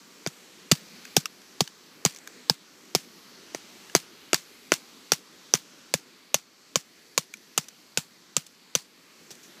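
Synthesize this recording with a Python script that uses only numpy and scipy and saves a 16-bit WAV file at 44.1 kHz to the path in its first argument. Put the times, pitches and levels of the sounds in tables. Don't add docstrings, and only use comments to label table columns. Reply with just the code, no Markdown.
import sys
import numpy as np
from scipy import signal
from scipy.io import wavfile

SR = 44100
rng = np.random.default_rng(int(sys.argv[2]) if len(sys.argv) > 2 else 0)


def convert_level_to_amplitude(level_db):
    exponent = np.asarray(level_db, float) / 20
    return 10 ** exponent


def digitize_waveform(pressure):
    field = np.atleast_2d(pressure).T
    bounded = np.clip(field, -1, 1)
    quanta = np.round(bounded * 32767).astype(np.int16)
    wavfile.write(sys.argv[1], SR, quanta)


N = 423351

# (time [s], crack [dB], upper blade tone [Hz], blade song [dB], ground thud [dB])
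STICK_BLOWS = [(0.2628, -23, 6100, -15, -29), (0.7138, -14, 7160, -3, -14), (1.1663, 4.5, 5530, -3.5, -20),
               (1.606, -2.5, 5630, -11, -22), (2.0505, -2.5, 6870, -6, -21), (2.4971, -1, 5160, -1, -25),
               (2.9494, -3.5, 5300, -17, -28), (3.547, -19.5, 6540, -25, -48),
               (3.9501, -2.5, 6000, -3.5, -25.5), (4.331, -5, 6770, -11.5, -32),
               (4.719, -8, 6500, -11.5, -34.5), (5.119, -0.5, 5780, -8.5, -31),
               (5.5375, -3.5, 6100, -8.5, -29), (5.9389, -2.5, 6850, -15.5, -29),
               (6.3428, -0.5, 5870, -20, -35.5), (6.7567, -4, 6860, -9, -30.5),
               (7.1774, -0.5, 6990, -15.5, -34.5), (7.577, -1, 7100, -17, -32.5),
               (7.9734, -2.5, 6800, -16.5, -31), (8.366, -3, 7120, -20.5, -31.5),
               (8.7514, 0.5, 6040, -32, -33.5), (9.3056, -32.5, 5770, -46, -52)]
# (log knock [dB], log pitch [Hz], stick tone [dB], stick pitch [Hz], litter spray [dB])
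BLOW_RESPONSES = [(-29.5, 360, -33, 1450, -22), (-20.5, 350, -27, 1500, -12.5),
                  (-19.5, 422, -23, 1540, -10.5), (-23.5, 417, -27, 1170, -13.5),
                  (-24.5, 413, -30, 1190, -9), (-25.5, 473, -25.5, 1624, -14.5),
                  (-20, 392, -49, 1600, -16.5), (-32, 348, -45, 1930, -21.5), (-15, 370, -23, 972, -6),
                  (-19.5, 355, -21.5, 1290, -7), (-17, 346, -20.5, 1420, -7), (-22, 442, -24, 1380, -9),
                  (-23, 410, -30.5, 1630, -10.5), (-22, 535, -27, 1700, -13),
                  (-21.5, 584, -22.5, 1080, -11), (-22, 540, -23.5, 1090, -12), (-24, 506, -21, 1090, -12),
                  (-30, 430, -23, 1310, -15.5), (-29, 480, -27, 1490, -10.5), (-31, 510, -29, 1260, -13),
                  (-26.5, 500, -32, 1340, -13), (-53, 450, -60, 1640, -22.5)]


def rms_one(x):
    return x / np.sqrt(np.mean(x ** 2) + 1e-20)


def band(x, low_hz, high_hz):
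    return signal.sosfilt(signal.butter(2, [low_hz, high_hz], "band", fs=SR, output="sos"), x)


def high_pass(x, hz):
    return signal.sosfilt(signal.butter(2, hz, "high", fs=SR, output="sos"), x)


def resonance(x, hz, width_hz):
    r = np.exp(-np.pi * width_hz / SR)
    feedback = [1, -2 * r * np.cos(2 * np.pi * hz / SR), r * r]
    return signal.lfilter([(1 - r * r) / 2, 0, (r * r - 1) / 2], feedback, x)


def ring(hz, t60_s, rise_s, size=4000):
    t = np.arange(size) / SR
    return np.sin(2 * np.pi * hz * t) * convert_level_to_amplitude(-60 * t / t60_s) * (1 - np.exp(-t / rise_s))


def add(out, sound, time_s):
    i = max(round(time_s * SR), 0)
    out[i:i + len(sound)] += sound[:N - i]


def drift(rate_hz):
    r = np.exp(-80 * np.pi * rate_hz / SR)
    white = rng.standard_normal(N // 40 + 2002)
    slow = signal.lfilter([1], [1, -2 * r, r * r], white)[2000:]
    return np.interp(np.arange(N) / 40, np.arange(len(slow)), rms_one(slow))


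def coloured(white, spectrum, patchy_db):
    edges = 40 * 2 ** (np.arange(27) / 3)
    centres = np.sqrt(edges[1:] * edges[:-1])
    hz, db = np.transpose(spectrum)
    gains = convert_level_to_amplitude(np.interp(np.log(centres), np.log(hz), db))
    bands = []
    for k, gain in enumerate(gains):
        flicker = convert_level_to_amplitude(patchy_db * drift(1.65))
        bands.append(gain * flicker * band(white[k % 2], edges[k], edges[k + 1]))
    return centres, np.array(bands)


def cracks():
    # (frequency [Hz], width [Hz], level [dB])
    crack_modes = [(2980, 600, -24), (3630, 800, -3), (4740, 750, -16.5), (5960, 1190, 2),
                   (6850, 820, -29.5), (10400, 1100, -14), (12900, 2000, -16.5)]
    # (time [s], peak [dB], ring [Hz], fall
    # [ms])
    rebounds = [(0.2726, -15.5, 6260, 0.65), (0.715, -1.5, 3000, 1.52), (0.7177, -1, 4650, 1.4),
                (1.1648, -10.5, 6500, 0.57), (1.176, -20, 6650, 1.3), (1.1805, -34, 6000, 0.7),
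                (1.609, -7.5, 5140, 0.82), (2.0597, -5.5, 4960, 1.2), (2.5022, -18.5, 5150, 1.8),
                (2.954, -10, 5100, 1.2), (2.9586, -17.5, 6600, 1.4), (3.956, -12.5, 4400, 1.4),
                (3.963, -10.5, 4900, 0.92), (4.3434, -3, 5100, 1.05), (4.7285, -22, 1720, 8.1),
                (4.7381, -10.5, 5710, 0.84), (5.1331, -13.5, 5500, 1.7), (5.5467, -15, 5960, 0.98),
                (5.5526, -10.5, 6050, 0.39), (5.9434, -21, 6780, 0.84), (6.3468, -10, 5970, 0.9),
                (6.761, -11, 6000, 0.79), (6.772, -28, 4800, 0.8), (7.1825, -11, 6750, 0.74),
                (7.193, -36, 4500, 0.87), (7.5812, -9, 5100, 1.4), (7.9838, -18.5, 7000, 0.92),
                (8.3699, -18, 6600, 1.1), (8.3768, -30, 5300, 1.3), (8.755, -12, 4300, 1.26)]
    # (time [s], peak [dB], ring [Hz], fall [ms])
    snaps = [(1.0504, -30.5, 1610, 2.4), (1.2561, -13.5, 5400, 0.7), (1.4165, -42, 3200, 1.1),
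             (1.676, -25, 4660, 0.85), (2.1463, -33, 6270, 1.7), (2.1605, -29, 5900, 1.5),
             (2.1862, -32, 6560, 0.88), (2.274, -25.5, 1740, 0.81), (3.8972, -37, 1680, 0.75),
             (7.338, -25, 2330, 1), (7.3706, -39, 6030, 0.7), (7.6415, -41, 2410, 2.6),
             (7.6832, -27, 5800, 2.7), (8.4644, -34.5, 7500, 2.6), (9.312, -32, 5870, 3.7),
             (9.3523, -37, 6440, 1.2), (9.429, -39.5, 6000, 29), (2.1375, -41, 5800, 0.8),
             (2.168, -34, 5600, 0.9), (2.173, -36, 6600, 0.9)]
    touches = []
    for (s, peak_db, hz, *_), (knock_db, *_) in zip(STICK_BLOWS, BLOW_RESPONSES):
        woody_db = knock_db + 8 - peak_db
        if 3.3 < s < 5.3:
            woody_db += 3.5
        touches.append((s, peak_db, hz, 0.7, woody_db))
    touches += [(*row, -9.5) for row in rebounds]
    touches += [(*row, -16) for row in snaps]

    out = np.zeros(N)
    ms = np.arange(3000) / SR * 1000
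    for s, peak_db, hz, fall_ms, woody_db in touches:
        rise_ms = min(0.5 * fall_ms, 2.2)
        shape = (1 - np.exp(-ms / rise_ms)) ** 2 * np.exp(-ms / fall_ms)
        chatter = convert_level_to_amplitude(-11) * np.exp(-ms / 7)
        force = rng.standard_normal(3000) * (shape / shape.max() + chatter)
        force[shape.argmax()] -= 2.5
        modes = [*crack_modes, (hz, 550, -1.5)]
        bright = sum(convert_level_to_amplitude(db) * rms_one(resonance(force, f, width)) for f, width, db in modes)
        woody = rms_one(resonance(force, 1044, 810)) - rms_one(resonance(force, 2200, 550))
        sound = bright / np.abs(bright).max() + convert_level_to_amplitude(woody_db + 1.0) * woody / np.abs(woody).max()
        add(out, convert_level_to_amplitude(peak_db - 2.0) * sound, s + 0.0002)
    return high_pass(out, 800)


def wood_and_blade():
    # (log overtone over knock [dB], blade-side tone [Hz], upper over lower blade tone [dB])
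    spots = [(2.5, 2330, -14), (0.5, 2200, -10), (5, 3070, -10.5), (5.5, 3350, -13), (6, 3000, -5.5),
             (8, 3820, -10), (1, 2800, 3), (2.5, 2100, -2), (1, 2020, -7), (0.5, 2830, -5), (1, 2680, -2),
             (2.5, 3170, -10), (1, 3140, 3), (-8, 2270, 5.5), (-15, 2890, 0), (-8, 3090, -4.5),
             (-6, 2310, 0.5), (5.5, 2890, 8), (1.5, 2700, 4.5), (-11, 2840, 9.5), (-33, 3060, -4),
             (2, 2200, -6)]
    out = np.zeros(N)
    for blow, response, spot in zip(STICK_BLOWS, BLOW_RESPONSES, spots):
        s, _, high_hz, song_db, thud_db = blow
        knock_db, log_hz, stick_db, stick_hz, _ = response
        overtone_db, side_hz, high_db = spot

        knock = ring(log_hz, 0.017, 0.00057)
        overtone = convert_level_to_amplitude(overtone_db - 7) * ring(1.854 * log_hz, 0.018, 0.00022)
        log = convert_level_to_amplitude(knock_db + 11.0) * (knock - overtone)
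        side = convert_level_to_amplitude(4) * ring(side_hz, 0.0084, 0.00017)
        stick = convert_level_to_amplitude(stick_db + 8.5) * (ring(stick_hz, 0.02, 0.00069) - side)
        body = convert_level_to_amplitude(thud_db + 7.5) * ring(245, 0.041, 0.0049)
        add(out, body - (log + stick), s + 0.00044)

        low_hz = 4776 if s < 5.75 else 4630
        sing_t60_s = 0.0053
        high = convert_level_to_amplitude(high_db + 12.5) * ring(high_hz, sing_t60_s, 0.00033)
        add(out, convert_level_to_amplitude(song_db) * (ring(low_hz, sing_t60_s, 0.00028) - high), s + 0.0008)
    return high_pass(out, 170)


def ground():
    crest_s, lag_s = 0.011, 0.01092
    extra_hz, glide_s, rise_s = 280, 0.0046, 0.0074
    t = np.arange(4000) / SR
    from_crest = t - crest_s
    glide = extra_hz * glide_s * (np.exp(-crest_s / glide_s) - np.exp(-t / glide_s))
    fall = convert_level_to_amplitude(-1.81 * from_crest * 1000)
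    swell = (1 - np.exp(-t / rise_s)) ** 4 * fall
    wave = np.cos(2 * np.pi * (144.6 * from_crest + glide))
    wave = wave + convert_level_to_amplitude(-14.0) * np.cos(2 * np.pi * 106 * from_crest)
    out = np.zeros(N)
    for s, *_, thud_db in STICK_BLOWS:
        add(out, convert_level_to_amplitude(thud_db + 10.0) * swell * wave, s + lag_s - crest_s + 0.0013)
    return out


def litter():
    # (time [s], level [dB])
    tears = [
        (0.716, -21.5),
        (2.052, -21),
        (2.95, -19.5),
        (4.333, -23),
        (5.54, -32),
        (7.578, -28),
        (8.753, -27),
    ]
    # (frequency [Hz], level [dB per Hz])
    spray_colour = [(350, -20), (600, -12), (2990, -6), (3480, -6), (4650, -7), (5120, -1.5), (6750, -3),
                    (12200, -15), (15500, -12), (16400, -65)]
    sprays = [(s, spray_db, 0.17) for (s, *_), (*_, spray_db) in zip(STICK_BLOWS, BLOW_RESPONSES)]
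    sprays += [(s, db, 0.31) for s, db in tears]
    dull, bright = np.zeros(N), np.zeros(N)
    t = np.arange(SR // 2) / SR
    for s, spray_db, t60_s in sprays:
        spray = convert_level_to_amplitude(spray_db - 21.0 - 60 * t / t60_s) * (1 - np.exp(-t / 0.00021))
        add(dull, spray, s + 0.00034)
        add(bright, convert_level_to_amplitude(-2) * spray, s + 0.0013)

    clumps_db = 2.2 * drift(200)
    grains_db = 3.8 * np.minimum(rng.exponential(1, N), 5)
    grains = rng.standard_normal((2, N)) * convert_level_to_amplitude(grains_db + clumps_db)
    centres, bands = coloured(grains, spray_colour, patchy_db=1.2)
    high = centres > 5300
    mix = dull * bands[~high].sum(axis=0) + bright * bands[high].sum(axis=0)
    return mix / np.std(bands.sum(axis=0))


def chips():
    # (time [s], low tone [dB], low tone [Hz], high tone [dB], high tone [Hz])
    chip_landings = [
        (1.053, -37, 1640, -52, 2550),
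        (1.2566, -23.5, 1260, -38, 2710),
        (1.6747, -38, 1610, -50, 3000),
        (2.1606, -52.5, 1530, -61, 2280),
        (2.2732, -31, 1615, -57, 2360),
        (3.8968, -39, 1700, -56, 2860),
        (7.3388, -38, 1430, -45.5, 2340),
        (7.6404, -58, 1900, -62, 2440),
    ]
    out = np.zeros(N)
    t60_s = 0.016
    for s, low_db, low_hz, high_db, high_hz in chip_landings:
        low = convert_level_to_amplitude(low_db + 1.5) * ring(low_hz, t60_s, 0.00034)
        high = convert_level_to_amplitude(high_db + 17.5) * ring(high_hz, t60_s, 0.000079)
        add(out, low - high, s + 0.00092)
    return out


def air():
    # (time [s], leaf hiss [dB])
    breeze = [(0.0, -53), (0.5, -51.5), (1.1, -49), (1.8, -53), (2.3, -51.5), (2.8, -53), (3.2, -50.5),
              (3.85, -49.5), (4.4, -52), (5.0, -51.5), (5.8, -52.5), (6.5, -56.5), (7.0, -54.5), (8.0, -55),
              (8.6, -56.5), (9.05, -55), (9.6, -51)]
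    # (frequency [Hz], level [dB per Hz])
    air_colour = [(24, -67), (40, -45.5), (70, -12.5), (112, -16), (190, 0.5), (395, -1), (687, -13),
                  (1170, -9.5), (2670, -10), (4650, -12.5), (6620, -11), (9650, -27.5), (13400, -15),
                  (15200, -32.5), (16400, -60)]
    t, duck_db = np.arange(N) / SR, np.zeros(N)
    for s, crack_db, *_ in STICK_BLOWS:
        depth_db = 0.24 * (crack_db + 10)
        dip_db = 6 * (t - s) - depth_db
        duck_db = np.where(t > s, np.minimum(duck_db, dip_db), duck_db)
    level_db = np.interp(t, *np.transpose(breeze)) + duck_db

    centres, bands = coloured(rng.standard_normal((2, N)), air_colour, patchy_db=1.38)
    low = centres < 650
    gusts_db = 1.3 * drift(14)
    wind = convert_level_to_amplitude(level_db - 6 + gusts_db) * rms_one(bands[low].sum(axis=0))
    leaves = convert_level_to_amplitude(level_db - 1.97) * rms_one(bands[~low].sum(axis=0))
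    return wind + leaves


def scene():
    mix = cracks() + wood_and_blade() + ground() + litter() + chips() + air()
    return mix[None]


def low_pass(x):
    return signal.sosfilt(signal.butter(12, 16520, fs=SR, output="sos"), x)


def record(dry):
    x = high_pass(dry, 85)
    x = x + 0.68 * resonance(x, 4440, 590)
    x = np.clip(1.25 * np.tanh(x / 1.25), -0.91, 0.91)
    x = signal.sosfilt(signal.ellip(6, 0.3, 21, 15150, fs=SR, output="sos"), x)
    x = signal.sosfilt(signal.cheby2(10, 50, 16700, fs=SR, output="sos"), x)
    return low_pass(np.clip(x, -1, 1))


dry = scene()
out = record(dry)
digitize_waveform(out)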